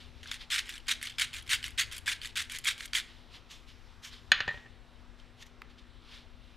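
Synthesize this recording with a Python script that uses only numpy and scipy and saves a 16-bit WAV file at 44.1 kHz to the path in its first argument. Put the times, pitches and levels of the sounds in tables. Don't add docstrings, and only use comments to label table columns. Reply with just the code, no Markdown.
import sys
import numpy as np
from scipy import signal
from scipy.fft import rfft, irfft, next_fast_len
from scipy.io import wavfile
from scipy.ndimage import uniform_filter1d

SR = 44100
rng = np.random.default_rng(int(sys.argv[2]) if len(sys.argv) > 2 else 0)


def digitize_waveform(pressure):
    field = np.atleast_2d(pressure).T
    bounded = np.clip(field, -1, 1)
    quanta = np.round(bounded * 32767).astype(np.int16)
    wavfile.write(sys.argv[1], SR, quanta)


def undo_db(level):
    steps = np.asarray(level, float) / 20
    return 10 ** steps


N = 289631


def rms_one(x):
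    return x / np.sqrt(np.mean(x ** 2) + 1e-20)


def at_hz(points, hz):
    point_hz, point_db = np.array(points).T
    return np.interp(np.log(hz), np.log(point_hz), point_db)


def drift(rate_hz):
    pole = np.exp(-80 * np.pi * rate_hz / SR)
    chance = rng.standard_normal(N // 40 + 2002)
    slow = signal.lfilter([1], [1, -2 * pole, pole ** 2], chance)[2000:]
    return np.interp(np.arange(N) / 40, np.arange(len(slow)), rms_one(slow))


def passband(x, low_hz, high_hz):
    sos = signal.butter(4, [low_hz, min(high_hz, 20000)], "band", fs=SR, output="sos")
    return signal.sosfilt(sos, x)


def ring(clicks, hz, t60):
    r, w = undo_db(-60 / (t60 * SR)), 2 * np.pi * hz / SR
    return signal.lfilter([0, np.sin(w)], [1, -2 * r * np.cos(w), r * r], clicks + 1e-18)


def in_time(gestures):
    t = np.arange(N) / SR
    power, colours = np.full(N, 1e-14), np.zeros((2, N))
    for s, level_db, *colour in map(np.transpose, gestures):
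        on = slice(*np.searchsorted(t, s[[0, -1]]))
        part = undo_db(2 * np.interp(t[on], s, level_db))
        power[on] += part
        colours[:, on] += [part * np.interp(t[on], s, c) for c in colour]
    return uniform_filter1d(np.sqrt(power), size=60), *colours / power


def grains(gestures, spectrum, per_s, spread_db, cycles, clump_db, patch_db, usual_db):
    level, bright_db, deep_db = in_time(gestures)
    load = np.clip(level / undo_db(-30), .06, 1) ** .85
    sizes = undo_db(spread_db * np.minimum(rng.exponential(1, N), 4)) * rng.choice([-1, 1], N)
    odds = per_s * load * undo_db(clump_db * drift(90)) / SR
    breaks = sizes / np.sqrt(load) * (rng.random(N) < odds)
    pitches, dealt = np.geomspace(1000, 15500, 36), rng.integers(0, 7, N)
    grips = [undo_db(patch_db * drift(26.0)) for _ in range(5)]
    parts = np.zeros((3, N))
    for k, hz in enumerate(pitches):
        rung = rms_one(ring(breaks * (dealt == k % 7), hz, cycles / hz))
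        register = int(hz > 2500) + int(hz > 5300)
        parts[register] += rung * undo_db(at_hz(spectrum, hz)) * np.sqrt(hz) * grips[k % 5]
    deep, middle, bright = parts / np.std(parts[0] + parts[1])
    return level * (deep * undo_db(deep_db + 3.5) + middle + bright * undo_db(bright_db - usual_db))


def cracks(events, trim_db, spit_t60):
    out = np.zeros(N + 1000)
    t = np.arange(1000) / SR
    chances = rng.standard_normal((len(events), 1000))
    for (s, peak_db, hz, bright_db), chance in zip(events, chances):
        burst = chance * undo_db(-60 * t / .006)
        body = ring(burst, hz, .012)
        body = body + .4 * ring(burst, hz * .72, .007) + .6 * ring(burst, hz * 1.4, .006)
        spit = np.diff(chance, prepend=0) * undo_db(bright_db + 4.5 - 60 * t / spit_t60)
        at = round(s * SR)
        out[at:at + 1000] += undo_db(peak_db + trim_db) * (body / np.abs(body).max() + spit)
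    return out[:N]


def background():
    # (frequency [Hz], density [dB per Hz])
    floor = [(38, -5.5), (50, -11), (95, -5.5), (150, -17), (300, -15), (600, -21), (1100, -20),
             (2000, -24), (3400, -24), (4800, -33), (7000, -41), (11000, -46.5), (12500, -49.5),
             (14000, -64.5), (16000, -70)]
    # (frequency [Hz], left minus right [dB])
    port_lean = [(60, 26), (110, 8.5), (200, -0.5), (380, 4), (700, 2), (1290, 0.5), (2380, -1.5),
                 (4400, 3.5), (8120, -0.5), (15000, 7)]
    # (frequency [Hz], likeness [0-1])
    coherence = [(60, 0.94), (180, 0.81), (550, 0.83), (1650, 0.99), (4970, 1), (15000, 0.14)]
    # (time [s], level [dB])
    rumble = [(0.0, -56), (0.56, -64), (1.66, -55), (2.94, -63.5), (4.55, -58), (4.75, -63), (6.47, -61.5),
              (6.56, -67)]
    # (time [s], level [dB])
    hiss = [(0, 2.5), (1.5, 5.5), (3, 1.5), (4.3, 3), (4.7, -1), (5, -0.5), (6.57, 0)]
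    hum_hz, hum_width_hz = 241.3, 2.6
    t = np.arange(N) / SR
    rumble_db = np.interp(t, *np.transpose(rumble)) + 62
    hiss_db = np.interp(t, *np.transpose(hiss))
    white = rng.standard_normal((2, 2, N + SR))
    opposed = np.array([[1], [-1]])
    out, bounds = 0, np.r_[16 * 2 ** np.arange(0, 9.6, .5), 12900, 16400]
    for k, (low, high) in enumerate(zip(bounds, bounds[1:])):
        sos = signal.butter(2, [low, high], "band", fs=SR, output="sos")
        mid, side = signal.sosfilt(sos, white[k % 2])[:, SR:]
        hz = np.sqrt(low * high)
        alike = np.clip(at_hz(coherence, hz), 0, 1)
        lean = undo_db(at_hz(port_lean, hz) / 2 * opposed)
        band_db = at_hz(floor, hz) + 1.5 * drift(3.0) + rumble_db * (50 < hz < 140)
        gain = undo_db(band_db + hiss_db * (hz > 4000) * (1 + 0.87 * (hz > 13000)))
        out = out + gain * lean * (np.sqrt(1 + alike) * mid + np.sqrt(1 - alike) * side * opposed)
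    flutter = ring(white[0, 0], hum_hz, np.log(1000) / np.pi / hum_width_hz)[SR:]
    hum = rms_one(flutter) + 3.3 * np.sin(2 * np.pi * hum_hz * t)
    return undo_db(-53) * rms_one(out) + undo_db(-67) * rms_one(hum) * undo_db(.6 * opposed)


def kitchen(x):
    t60_s, wall_cut_hz = 0.53, 2070
    size = next_fast_len(N + SR)
    w = 2 * np.pi * np.arange(size // 2 + 1) / size
    dull = 1 / (1 + 1j * w * SR / (2 * np.pi * wall_cut_hz)) ** 0.18
    echoes = 0
    for k, lag in enumerate(rng.uniform(0.0073, .036, 10) * SR):
        trip = undo_db(-60 * lag / SR / t60_s) * dull * np.exp(-1j * w * round(lag))
        echoes = echoes + trip / (1 - trip) * (-1) ** k
    return irfft(rfft(x, size) * echoes, size)[:N]


def rustle(rows):
    shape = np.array([1, .38, 0, .38, 1])
    drop_db = shape * [-19.5, -19.5, 0, -23, -23]
    return [np.c_[s + np.cumsum([0, swell / 2, swell / 2, fade / 2, fade / 2]),
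                  db + drop_db, bright_db - 7.5 * shape, np.full(5, -0.5)]
            for s, swell, fade, db, bright_db in rows]


def hand():
    # (time [s], swell [s], fade [s], level [dB], brightness [dB])
    rustles = [(0.0, 0.0033, 0.13, -53.5, -15), (0.114, .1, .02, -61, -27),
               (0.24, 0.051, 0.051, -46.5, -14), (0.38, .035, 0.047, -45, -20),
               (3.02, 0.073, 0.28, -58, -21), (3.3, 0.054, .06, -49.5, -16), (3.49, 0.024, 0.11, -49, 0),
               (3.665, 0.021, 0.083, -53, -12), (4.02, 0.03, 0.076, -44.5, 3),
               (4.1, 0.029, 0.11, -48.5, -18), (4.45, 0.082, 0.24, -63.5, 0.5),
               (5.17, 0.027, .06, -61.5, -9), (5.37, 0.06, 0.016, -53, 1), (5.45, .017, 0.028, -61, 3),
               (5.69, .012, .07, -62, -14), (5.77, 0.019, .05, -58, -26), (6.02, 0.13, .11, -50.5, -26),
               (6.41, 0.031, .07, -71, -8)]
    # (frequency [Hz], density [dB per Hz])
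    cloth = [(900, -3.5), (1500, -14), (2400, -3), (3400, 6.5), (4600, -2), (6000, -6), (9000, -25),
             (15500, -28)]
    # (time [s], peak [dB], pitch [Hz], brightness [dB])
    ticks = [
        (5.2, -48.5, 3150, -28),
        (5.4058, -49, 3020, -23),
        (5.4255, -38, 3640, -23),
        (5.466, -49, 2100, -11),
        (5.6184, -33, 2000, -23),
        (5.6195, -35, 2460, -24),
        (5.7832, -52, 3630, -37.5),
        (5.7944, -49, 3640, -30),
    ]
    sleeve = grains(rustle(rustles), cloth, per_s=170000, spread_db=1.5, cycles=19.4,
                    clump_db=0.5, patch_db=1.4, usual_db=-6.0)
    return passband(sleeve + cracks(ticks, trim_db=-0.5, spit_t60=0.0089), 1120, 13500)


def bowl():
    # (time [s], blow [dB], hardness [Hz], thud [dB], free ring [dB])
    landings = [
        (4.3175, -10.5, 5930, -32.5, -23),
        (4.404, -23.5, 4400, -38.5, -37),
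        (4.478, -31, 4540, -33, -29),
        (4.488, -36.5, 3500, -42, -26.5),
        (4.508, -45, 3440, -44.5, -37),
        (4.541, -47.5, 3000, -47, -40),
        (4.574, -47, 3000, -53, -48),
        (4.659, -59, 3000, -61, -47),
        (5.424, -56.5, 11900, -74, -54),
    ]
    # (frequency [Hz], level [dB], t60 [s])
    seated = [(1537, -2, 0.031), (1770, 2, 0.033), (2515, -1.5, 0.029), (2970, -6, 0.043),
              (3300, -14.5, 0.045), (3440, -0.5, 0.023), (4124, 1, 0.042), (4690, -3, 0.024),
              (5270, -3.5, 0.016), (5940, -5.5, 0.013), (6520, -8.5, 0.036), (6770, -10.5, 0.04)]
    # (frequency [Hz], level [dB], t60 [s])
    rim = [(1700, -28, .07), (1798, -0.5, 0.094), (1894, 0.5, 0.17), (1894, -12, 0.39), (2420, -12, .08),
           (4120, -16, 0.28), (7170, -6, .045)]
    # (frequency [Hz], level [dB], t60 [s])
    counter = [(93, 0.5, 0.035), (169, -1, 0.03), (450, 2.5, 0.016), (590, -6, 0.083), (772, -1.5, 0.043),
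               (1003, 0.5, 0.021)]
    blows, rims = np.zeros((len(seated), N)), np.zeros((len(rim), N))
    thuds, chatter = np.zeros(N), np.zeros(N + 6000)
    t = np.arange(6000) / SR
    chatter_decay = undo_db(-60 * t / 0.049) + undo_db(-8.5 - 60 * t / 0.34)

    def softness(modes, hard_hz):
        return (1 + (np.array(modes)[:, 0] / hard_hz) ** 2) ** -1.5

    draws = rng.standard_normal((len(landings), 6020))
    for (s, blow_db, hard_hz, thud_db, rim_db), chance in zip(landings, draws):
        at = round(s * SR)
        uneven_db = 1.5 * chance[6000:6000 + len(seated)]
        blows[:, at] = undo_db(blow_db + uneven_db) * softness(seated, hard_hz)
        rims[:, at] = undo_db(rim_db) * softness(rim, hard_hz)
        chatter[at:at + 6000] += chance[:6000] * undo_db(-3 + 0.84 * blow_db) * chatter_decay
        thuds[at] = undo_db(thud_db)
    struck = zip([*blows, *rims], seated + rim)
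    rung = sum(undo_db(db) * ring(hit, hz, t60) * (-1) ** k for k, (hit, (hz, db, t60)) in enumerate(struck))
    knock = sum(undo_db(db) * ring(thuds, hz, t60) * (-1) ** k for k, (hz, db, t60) in enumerate(counter))
    contacts = [(s, blow_db, 9000, -6) for s, blow_db, *_ in landings]
    spit = passband(cracks(contacts, trim_db=-28.0, spit_t60=0.011), 3100, 15000)
    return passband(rung, 770, 7700) + passband(chatter[:N], 1220, 3670) + knock + spit


def twist(rows, colour, under_db, sag_db, release_s, drop_db):
    finer_db_per_s, even_s = 0.5, 1.69
    return [np.c_[s + np.cumsum([0, rise, max(length - rise, .002), release_s]),
                  [bite_db + under_db, db, db + sag_db, db + sag_db + drop_db],
                  colour + np.array([finer_db_per_s * (s - even_s), 0])]
            for s, rise, length, db, bite_db in rows]


def mill():
    # (time [s], rise [s], length [s], crunch [dB], first bite peak [dB])
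    forward = [
        (0.309, .009, 0.041, -38.5, -39),
        (0.502, 0.02, 0.093, -27.5, -24.5),
        (0.881, .028, 0.043, -23, -15.5),
        (1.183, 0.027, 0.059, -26.5, -23),
        (1.492, 0.024, 0.051, -23.5, -19.5),
        (1.777, 0.028, 0.039, -22.5, -18.5),
        (2.059, 0.023, 0.068, -26, -27),
        (2.356, 0.019, 0.062, -29, -24.5),
        (2.64, .035, 0.063, -27, -28),
        (2.931, 0.026, 0.06, -26.5, -26.5),
    ]
    # (time [s], rise [s], length [s], crunch [dB], first bite peak [dB])
    returns = [(0.23, 0.0035, 0.011, -45.5, -29), (0.656, .048, .11, -43, -32.5),
               (0.86, 0.014, 0.018, -47.5, -43), (1.013, 0.0055, 0.057, -39.5, -24),
               (1.095, .004, 0.0053, -40.5, -30.5), (1.33, 0.019, .055, -40, -24),
               (1.463, 0.013, 0.021, -47, -39.5), (1.627, 0.018, 0.044, -38.5, -24.5),
               (1.913, 0.05, 0.065, -43, -27), (2.215, 0.026, 0.06, -42, -21),
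               (2.497, 0.068, 0.066, -37, -25), (2.778, 0.041, 0.076, -43.5, -26)]
    # (brightness [dB], depth [dB])
    forward_colour = [(-9, -5), (-8.5, -3.5), (-9.5, -2.5), (-23, -20)]
    # (brightness [dB], depth [dB])
    return_colour = [(-8.5, -5), (-8.5, -2.5), (-8, -3.5), (-33, -22)]
    # (time [s], peak [dB], pitch [Hz], brightness [dB])
    snaps = [(0.258, -26.5, 1650, -37), (0.274, -31, 4250, -17), (0.3144, -13, 3510, -23),
             (0.676, -34, 1960, -30), (0.692, -21.5, 2840, -12), (1.0278, -19, 2070, -10.5),
             (1.071, -19, 2960, -20), (1.1972, -9, 2950, -16.5), (1.2117, -19, 3740, -33),
             (1.3458, -24.5, 2530, -16), (1.3962, -32, 3500, -19.5), (1.5484, -32, 3100, 1),
             (1.6412, -15.5, 2900, -19), (1.6798, -19, 2130, -17), (1.9244, -21.5, 1750, -12),
             (1.965, -27, 2520, -10.5), (2.0778, -10.5, 1670, -23), (2.121, -25, 3030, -8),
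             (2.2475, -18, 1920, -22), (2.272, -27, 3000, -12), (2.366, -20, 2430, -19),
             (2.422, -24, 3220, -9), (2.52, -22, 2330, -10), (2.5501, -20, 2360, -22),
             (2.565, -31, 3100, -10), (2.646, -28, 3800, -2), (2.6552, -15.5, 2290, -25),
             (2.807, -18.5, 3080, -23), (2.9332, -12, 3300, -25), (2.9517, -10, 3300, -25)]
    # (time [s], peak [dB], pitch [Hz], brightness [dB])
    stops = [
        (0.7791, -26, 3080, -16),
        (1.1025, -29, 3480, -17),
        (1.424, -36.5, 3270, -8),
        (1.7054, -38, 2470, -6),
        (1.9801, -25.5, 3150, -5.5),
        (2.586, -24.5, 3100, -5),
        (2.857, -28, 3320, -6.5),
    ]
    # (frequency [Hz], density [dB per Hz])
    burr = [(950, -3), (1250, -25.5), (1600, -3), (1950, -3), (2270, 2.5), (2600, -3), (2950, -1.5),
            (3300, 3.5), (4100, -4.5), (4900, -7.5), (7000, -7.5), (10500, -13), (12500, -16), (15500, -1)]
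    twists = twist(forward, forward_colour, under_db=-13.5, sag_db=-3.5, release_s=0.0572, drop_db=-32.5)
    twists += twist(returns, return_colour, under_db=-19, sag_db=-1, release_s=0.0773, drop_db=-28)
    bites = [(row[0] + 0.001423, row[-1], 3100, -25) for row in forward + returns]
    crunch = grains(twists, burr, per_s=5000, spread_db=0.5, cycles=31.4,
                    clump_db=4.0, patch_db=3.5, usual_db=-7.5)
    snapping = cracks(bites + snaps + stops, trim_db=-6.5, spit_t60=0.027)
    return passband(undo_db(-2.0) * crunch + snapping, 1360, 11100)


def scene():
    near = mill() + hand() + bowl()
    return near + undo_db(-25.5) * kitchen(near) + background()


def top_cut(x):
    return signal.sosfilt(signal.butter(12, 16630, fs=SR, output="sos"), x)


def record(dry):
    rounded = 0.61 * np.tanh(dry / 0.61)
    mix = signal.sosfilt(signal.cheby2(12, 60, 16650, fs=SR, output="sos"), rounded)
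    return top_cut(mix)


dry = scene()
out = record(dry)
digitize_waveform(out)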